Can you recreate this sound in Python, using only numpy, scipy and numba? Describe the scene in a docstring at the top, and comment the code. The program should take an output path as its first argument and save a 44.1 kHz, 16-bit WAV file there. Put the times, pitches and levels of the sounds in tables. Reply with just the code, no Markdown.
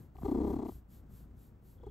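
"""A cat purrs with its nose right at the microphone, in a quiet room.
Its larynx opens about thirty times a second; on the loud stroke each opening lets the folds flap
a few times, ringing throat, mouth and nose and puffing air. On the soft stroke the chest hums and
rumbles. The nose sniffs lightly four times a second; the mouth adds wet ticks and one low knock.
Flaps are uneven clicks through resonators; breath and room are coloured noise; the hum is partials."""
import sys
import numpy as np
from scipy import signal
from scipy.fft import rfft, irfft
from scipy.io import wavfile
from scipy.ndimage import uniform_filter1d
from numba import njit

SR = 44100
rng = np.random.default_rng(int(sys.argv[2]) if len(sys.argv) > 2 else 0)


def materialize(psi):
    """Save the field psi as 16-bit PCM at rate SR to the path in sys.argv[1].

    A 1-D psi becomes a single channel; in a 2-D psi each row is a channel.
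    """
    bounded = np.clip(np.atleast_2d(psi).T, -1, 1)
    quanta = np.round(bounded * 32767).astype(np.int16)
    wavfile.write(sys.argv[1], SR, quanta)


N = 83790
T_S = np.arange(N) / SR
F_HZ = np.fft.rfftfreq(N, 1 / SR)

# Still room: f/Hz, density/dB per Hz (relative)
ROOM_SPECTRUM = [(30, -1), (200, 2.5), (800, -2.5), (2000, -16.5), (5000, -31.5), (12000, -43),
                 (16000, -16.5)]
ROOM_DB = -71.5

# Sniffs: start/s, length/s, peak level/dB
SNIFFS = [(-.09, 0.19, -71.5), (0.12, 0.31, -67.5), (0.421, 0.17, -67), (0.619, 0.21, -64),
          (0.872, .16, -66), (1.072, 0.21, -67), (1.342, .19, -70), (1.604, .2, -70.5)]
# Sniff noise: f/Hz, density/dB per Hz (relative)
SNIFF_SPECTRUM = [(900, -10), (1500, -8.5), (2500, -8), (4000, -5), (5500, -8), (7500, -3.5), (9500, -2),
                  (10500, 6), (12500, 2), (14500, 1), (16000, -9.5)]
SNIFF_PEAK_SHARE, SNIFF_CURVE = 0.45, 1.5  # peak position in the sniff; exponent of the arc
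# Thin nose whistle as the next stroke begins: t/s, level/dB
WHISTLE_LEVEL = [(1.74, -150), (1.785, -84), (1.82, -80), (1.9, -79.5)]
WHISTLE_HZ, WHISTLE_WIDTH_HZ = 3330, 330

# Small wet ticks of the mouth: t/s, level/dB, f/Hz, width/Hz
TICKS = [(0.168, -59, 2000, 1770), (0.232, -43, 740, 694), (0.668, -56, 1840, 1750)]
TICK_PAN_DB = 9.5
# Low knock as the loud stroke catches
KNOCK_S, KNOCK_DB, KNOCK_HZ, KNOCK_WIDTH_HZ = .2335, -29.5, 155, 190

# Chest hum: t/s, level/dB
HUM_LEVEL = [(0, -72), (.19, -50.5), (.25, -45), (.33, -42), (.52, -40.5), (.6, -49.5), (.7, -62),
             (.76, -48), (.83, -60.5), (1.25, -55), (1.5, -60.5), (1.78, -58), (1.87, -48)]
# Hum partials: multiple of the purr rate, level/dB (relative)
HUM_PARTIALS = [(1, -6.5), (2, 3.5), (3, -12), (4, -11.5)]
CHEST_LAG_S = 0.00067
# Rough rumble of breath in the chest: f/Hz, density/dB per Hz (relative)
RUMBLE_SPECTRUM = [(15, -20), (28, -13), (50, 0), (90, 2.5), (140, -2), (220, -5), (330, -11.5), (500, -23),
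                   (800, -30), (1400, -32.5), (2200, -43.5), (4000, -49.5)]
# Rumble: t/s, level/dB
RUMBLE_LEVEL = [(0, -50.5), (.13, -61), (.27, -45), (.55, -42), (.74, -55), (.87, -62), (.95, -56),
                (1.24, -55.5), (1.55, -59.5), (1.74, -59), (1.87, -53.5)]
RUMBLE_THROB_DB, RUMBLE_PAN_DB = 1, 3  # swing either way with each opening; left over right

# Openings of the larynx: t/s, rate/Hz
PURR_RATE = [(0, 33), (.18, 33), (.235, 26), (.265, 31), (.3, 31.7), (.55, 33.4), (.7, 31), (.85, 28.6),
             (1.9, 28.6)]
FIRST_STRONG_OPENING_S = .257
# Force of the flaps: t/s, throat level/dB, mouth and nose level/dB
EFFORT = [(.135, -83, -96), (.157, -61.5, -58), (.222, -71, -55.5), (.25, -37, -43), (.32, -31.5, -45),
          (.48, -33.5, -45), (.57, -37, -47), (.692, -41, -48), (.722, -60, -67), (.77, -89.5, -111),
          (1.79, -78, -84), (1.838, -55.5, -60.5), (1.875, -49, -58)]
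# Folds while open: t/s, flap rate/Hz, open share of the larynx cycle
FOLDS = [(.157, 290, .36), (.187, 390, 0.25), (.22, 330, 0.25), (.255, 410, 0.59), (.29, 265, .56),
         (.35, 235, .52), (.42, 215, 0.79), (.5, 197, 0.77), (.565, 250, 0.54), (.6, 210, 0.69),
         (.69, 220, 0.47), (1.835, 505, 0.33), (1.875, 420, 0.29)]
FIRST_FLAP_PERIODS, FLAP_JITTER_PERIODS = .3, 0.051  # delay of the first flap; timing spread
FLAP_SPREAD_DB, OPENING_SHAPE = 2.4, 0.33  # shape: 0 = flat run, 1 = arched
FLAP_LEAD_S = .0028  # the flaps come this long before the swell that they ring
# Throat resonance before its swing: t/s, f/Hz
THROAT_CENTRE = [(.25, 360), (.3, 326), (.5, 313.2), (.69, 317.5), (1.8, 487), (1.875, 380)]
THROAT_SWING, THROAT_SWING_TURN = 0.16, 0.14  # share of f either way; delay in larynx cycles
THROAT_WIDTH_HZ, THROAT_BOTTOM_HZ, THROAT_PAN_DB = 93.2, 120, 2.5
# Closed mouth resonances: f/Hz, width/Hz, level/dB (relative), left over right/dB
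MOUTH_RESONANCES = [(735, 188, -5.5, 9.3), (970, 90, -15.5, 3.4), (1150, 287, -11.5, 11)]
MOUTH_TOP_HZ = 1185
# Nose resonances: f/Hz, width/Hz, level/dB (relative), left over right/dB
NOSE_RESONANCES = [(2030, 400, -31.5, 7.5), (3330, 87, -39, 2.4), (4175, 70, -37.5, 4),
                   (7560, 5600, -31.5, 0.33)]
# Air that puffs through with each flap: f/Hz, density/dB per Hz (relative)
PUFF_SPECTRUM = [(500, -5), (1600, -9), (2080, 8.5), (2750, 5.5), (3350, 13.5), (3750, 11), (4200, 11),
                 (5000, 6.5), (7800, 3.5), (10000, -66), (16000, 1)]
PUFF_DB, PUFF_DECAY_S, PUFF_PAN_DB = -29, 0.00088, 4.5  # level is relative to mouth effort
PUFF_SPREAD_DB, PUFF_STEADY = 3, .5  # scatter of the puffs; leak between flaps, against the puffs
EVEN_S = .034  # averaging window, about one opening

# The two microphone ports: f/Hz, phase by which left leads/rad
PORT_PHASE = [(0, 0), (40, .24), (200, .36), (600, .46), (1100, .3), (2100, -.18), (3300, .62), (4500, .55),
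              (5700, 0), (7300, -.2), (8300, -1.0), (9470, -2.6), (10100, -3.14), (10900, -3.6),
              (12400, -5.6), (14100, -6.6), (15200, -8.2)]
LOW_CUT_HZ, CUTOFF_HZ = 14.8, 15700


def from_db(db):
    """Amplitude for a level in dB."""
    return 10 ** (np.asarray(db) / 20)


def rms_one(x):
    """Scale to rms 1 over all channels."""
    return x / np.sqrt(np.mean(x ** 2) + 1e-20)


def in_time(rows, t_s=T_S):
    """Columns of a breakpoint table, interpolated at t_s."""
    at_s, *columns = np.transpose(rows)
    return [np.interp(t_s, at_s, column) for column in columns]


def pan(db):
    """Left and right gains for a level difference, left over right."""
    return from_db(np.array([[db], [-db]]) / 2)


def noise(spectrum, apart):
    """Coloured stereo noise, rms 1; apart sizes the part that the channels do not share."""
    hz, db = np.transpose(spectrum)
    colour = from_db(np.interp(np.log(F_HZ + 1), np.log(hz), db))
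    mid, side = irfft(rfft(rng.standard_normal((2, N))) * colour, N)
    return rms_one(mid + apart * side * np.array([[1], [-1]]))


def resonate(x, hz, width_hz):
    """Two-pole resonance applied twice, for steep skirts."""
    r = np.exp(-np.pi * width_hz / SR)
    gain = (1 - r * r) / 2
    section = [gain, 0, -gain, 1, -2 * r * np.cos(2 * np.pi * hz / SR), r * r]
    return signal.sosfilt([section, section], x + 1e-18)


@njit
def gliding_ring(x, turn, r):
    """Complex one-pole resonator whose pitch (turn, rad per sample) moves."""
    out, state = np.zeros(len(x)), 0j
    for i in range(len(x)):
        state = state * r * np.exp(1j * turn[i]) + x[i]
        out[i] = state.real
    return out


def blip(at_s, hz, width_hz):
    """Band-passed impulse: one short ring of peak height 1."""
    top_hz = np.hypot(hz, width_hz / 2) + width_hz / 2
    band = signal.butter(3, [top_hz - width_hz, top_hz], "band", fs=SR, output="sos")
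    impulse = np.arange(N) == int(at_s * SR)
    ring = signal.sosfilt(band, impulse + 1e-18)
    return ring / np.abs(ring).max()


def evened(x):
    """Hold the level steady from one opening to the next, by dividing out the running rms."""
    window = int(EVEN_S * SR)
    power = uniform_filter1d(uniform_filter1d(x * x, window), window)
    return x / np.sqrt(np.abs(power) + np.mean(x * x) * 1e-3)


def purr_cycles():
    """Running count of larynx cycles; whole numbers are the middles of the openings."""
    turns = np.cumsum(in_time(PURR_RATE)[0]) / SR
    return turns - np.interp(FIRST_STRONG_OPENING_S, T_S, turns)


def room():
    """Steady room noise, wide between the channels."""
    return from_db(ROOM_DB) * noise(ROOM_SPECTRUM, apart=1.0)


def sniffs():
    """Air noise in the nostrils swells and fades with the flow of each sniff."""
    flow = 0
    for start_s, length_s, db in SNIFFS:
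        peak_s = start_s + SNIFF_PEAK_SHARE * length_s
        arc = np.interp(T_S, [start_s, peak_s, start_s + length_s], [0, np.pi / 2, np.pi])
        flow = flow + from_db(db) * np.abs(np.sin(arc)) ** SNIFF_CURVE
    return flow * noise(SNIFF_SPECTRUM, apart=0.067) * pan(db=0.6)


def nose_whistle(cycles):
    """Narrow resonance on noise, loudest midway between openings."""
    ringing = rms_one(resonate(rng.standard_normal(N), WHISTLE_HZ, WHISTLE_WIDTH_HZ))
    between_openings = np.sin(np.pi * cycles) ** 2
    return from_db(in_time(WHISTLE_LEVEL)[0]) * ringing * between_openings


def mouth_ticks():
    """Wet ticks: short band-limited rings."""
    ticks = sum(from_db(db) * blip(at_s, hz, width_hz) for at_s, db, hz, width_hz in TICKS)
    return ticks * pan(TICK_PAN_DB)


def knock():
    """Dull low ring at the start of the loud stroke, inverted."""
    return -from_db(KNOCK_DB) * blip(KNOCK_S, KNOCK_HZ, KNOCK_WIDTH_HZ)


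def chest(cycles):
    """The body hums on low multiples of the purr rate, over a rumble that throbs with it."""
    turn = 2 * np.pi * np.interp(T_S - CHEST_LAG_S, T_S, cycles)
    hum = sum(from_db(db) * np.cos(round(k) * turn) for k, db in HUM_PARTIALS)
    throb = from_db(RUMBLE_THROB_DB * np.cos(turn))
    rumble = rms_one(noise(RUMBLE_SPECTRUM, apart=0.051) * throb) * pan(RUMBLE_PAN_DB)
    hum_gain = from_db(in_time(HUM_LEVEL)[0])
    rumble_gain = from_db(in_time(RUMBLE_LEVEL)[0])
    return hum_gain * rms_one(hum) + rumble_gain * rumble


def flaps(cycles):
    """Each opening releases a short, slightly uneven run of clicks that swells and fades."""
    clicks, steps = np.zeros(N), np.arange(12)
    openings = np.arange(np.ceil(cycles[0]), cycles[-1])
    for centre_s in np.interp(openings, cycles, T_S):
        flap_hz, open_share = in_time(FOLDS, centre_s)
        open_s = open_share / in_time(PURR_RATE, centre_s)[0]
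        jitter = FLAP_JITTER_PERIODS * rng.standard_normal(len(steps))
        delay_s = (steps + FIRST_FLAP_PERIODS + jitter) / flap_hz
        swell = np.abs(np.sin(np.pi * delay_s / open_s)) ** OPENING_SHAPE
        size = swell * from_db(FLAP_SPREAD_DB * rng.standard_normal(len(steps)))
        at = ((centre_s - open_s / 2 + delay_s - FLAP_LEAD_S) * SR).astype(int)
        keep = (delay_s < open_s) & (at >= 0) & (at < N)
        clicks[at[keep]] -= size[keep]
    return clicks


def puffs(clicks):
    """Air hisses through the nose with each flap, some puffs much stronger than others."""
    sizes = np.abs(clicks) * from_db(PUFF_SPREAD_DB * rng.standard_normal(N))
    decay = np.exp(-1 / (PUFF_DECAY_S * SR))
    gate = evened(signal.lfilter([1], [1, -decay], sizes + 1e-18))
    return rms_one(gate + PUFF_STEADY) * noise(PUFF_SPECTRUM, apart=.4) * pan(PUFF_PAN_DB)


def tract(clicks, resonances, level_db):
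    """The flaps ring a set of parallel resonances of alternating sign."""
    out = 0
    for k, (hz, width_hz, db, pan_db) in enumerate(resonances):
        ringing = evened(resonate(clicks, hz, width_hz))
        out = out + (-1) ** k * from_db(db) * pan(pan_db) * ringing
    return from_db(level_db) * out


def throat(clicks, cycles, level_db):
    """The lowest resonance, its pitch swinging up and down once per larynx cycle."""
    swing = THROAT_SWING * np.sin(2 * np.pi * (cycles - THROAT_SWING_TURN))
    hz = in_time(THROAT_CENTRE)[0] * (1 + swing)
    turn, r = 2 * np.pi * hz / SR, np.exp(-np.pi * THROAT_WIDTH_HZ / SR)
    ringing = gliding_ring(gliding_ring(clicks, turn, r), turn, r)
    high_pass = signal.butter(2, THROAT_BOTTOM_HZ, "high", fs=SR, output="sos")
    ringing = signal.sosfilt(high_pass, ringing)
    return from_db(level_db) * evened(ringing) * pan(THROAT_PAN_DB)


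def larynx(cycles):
    """Flaps through throat, closed mouth and nose, each with a puff of air."""
    clicks = flaps(cycles)
    throat_db, mouth_db = in_time(EFFORT)
    body = throat(clicks, cycles, throat_db) + tract(clicks, MOUTH_RESONANCES, mouth_db)
    muffled = signal.sosfilt(signal.butter(14, MOUTH_TOP_HZ, fs=SR, output="sos"), body)
    nasal = tract(clicks, NOSE_RESONANCES, mouth_db)
    return muffled + nasal + from_db(mouth_db + PUFF_DB) * puffs(clicks)


def scene():
    """The cat, close up, over the still room."""
    cycles = purr_cycles()
    background = room() + sniffs() + nose_whistle(cycles) + mouth_ticks() + knock()
    return background + chest(cycles) + larynx(cycles)


def record(dry):
    """The two ports differ in phase; the deepest bass and the top are cut."""
    lead = np.interp(F_HZ, *np.transpose(PORT_PHASE))
    phase = np.exp(1j * lead * np.array([[.5], [-.5]]))
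    low_cut = 1 / np.sqrt(1 + (LOW_CUT_HZ / (F_HZ + 1)) ** 10)
    ports = irfft(rfft(dry) * low_cut * phase, N)
    return signal.sosfilt(signal.ellip(12, .1, 80, CUTOFF_HZ, fs=SR, output="sos"), ports)


dry = scene()
out = record(dry)
materialize(out)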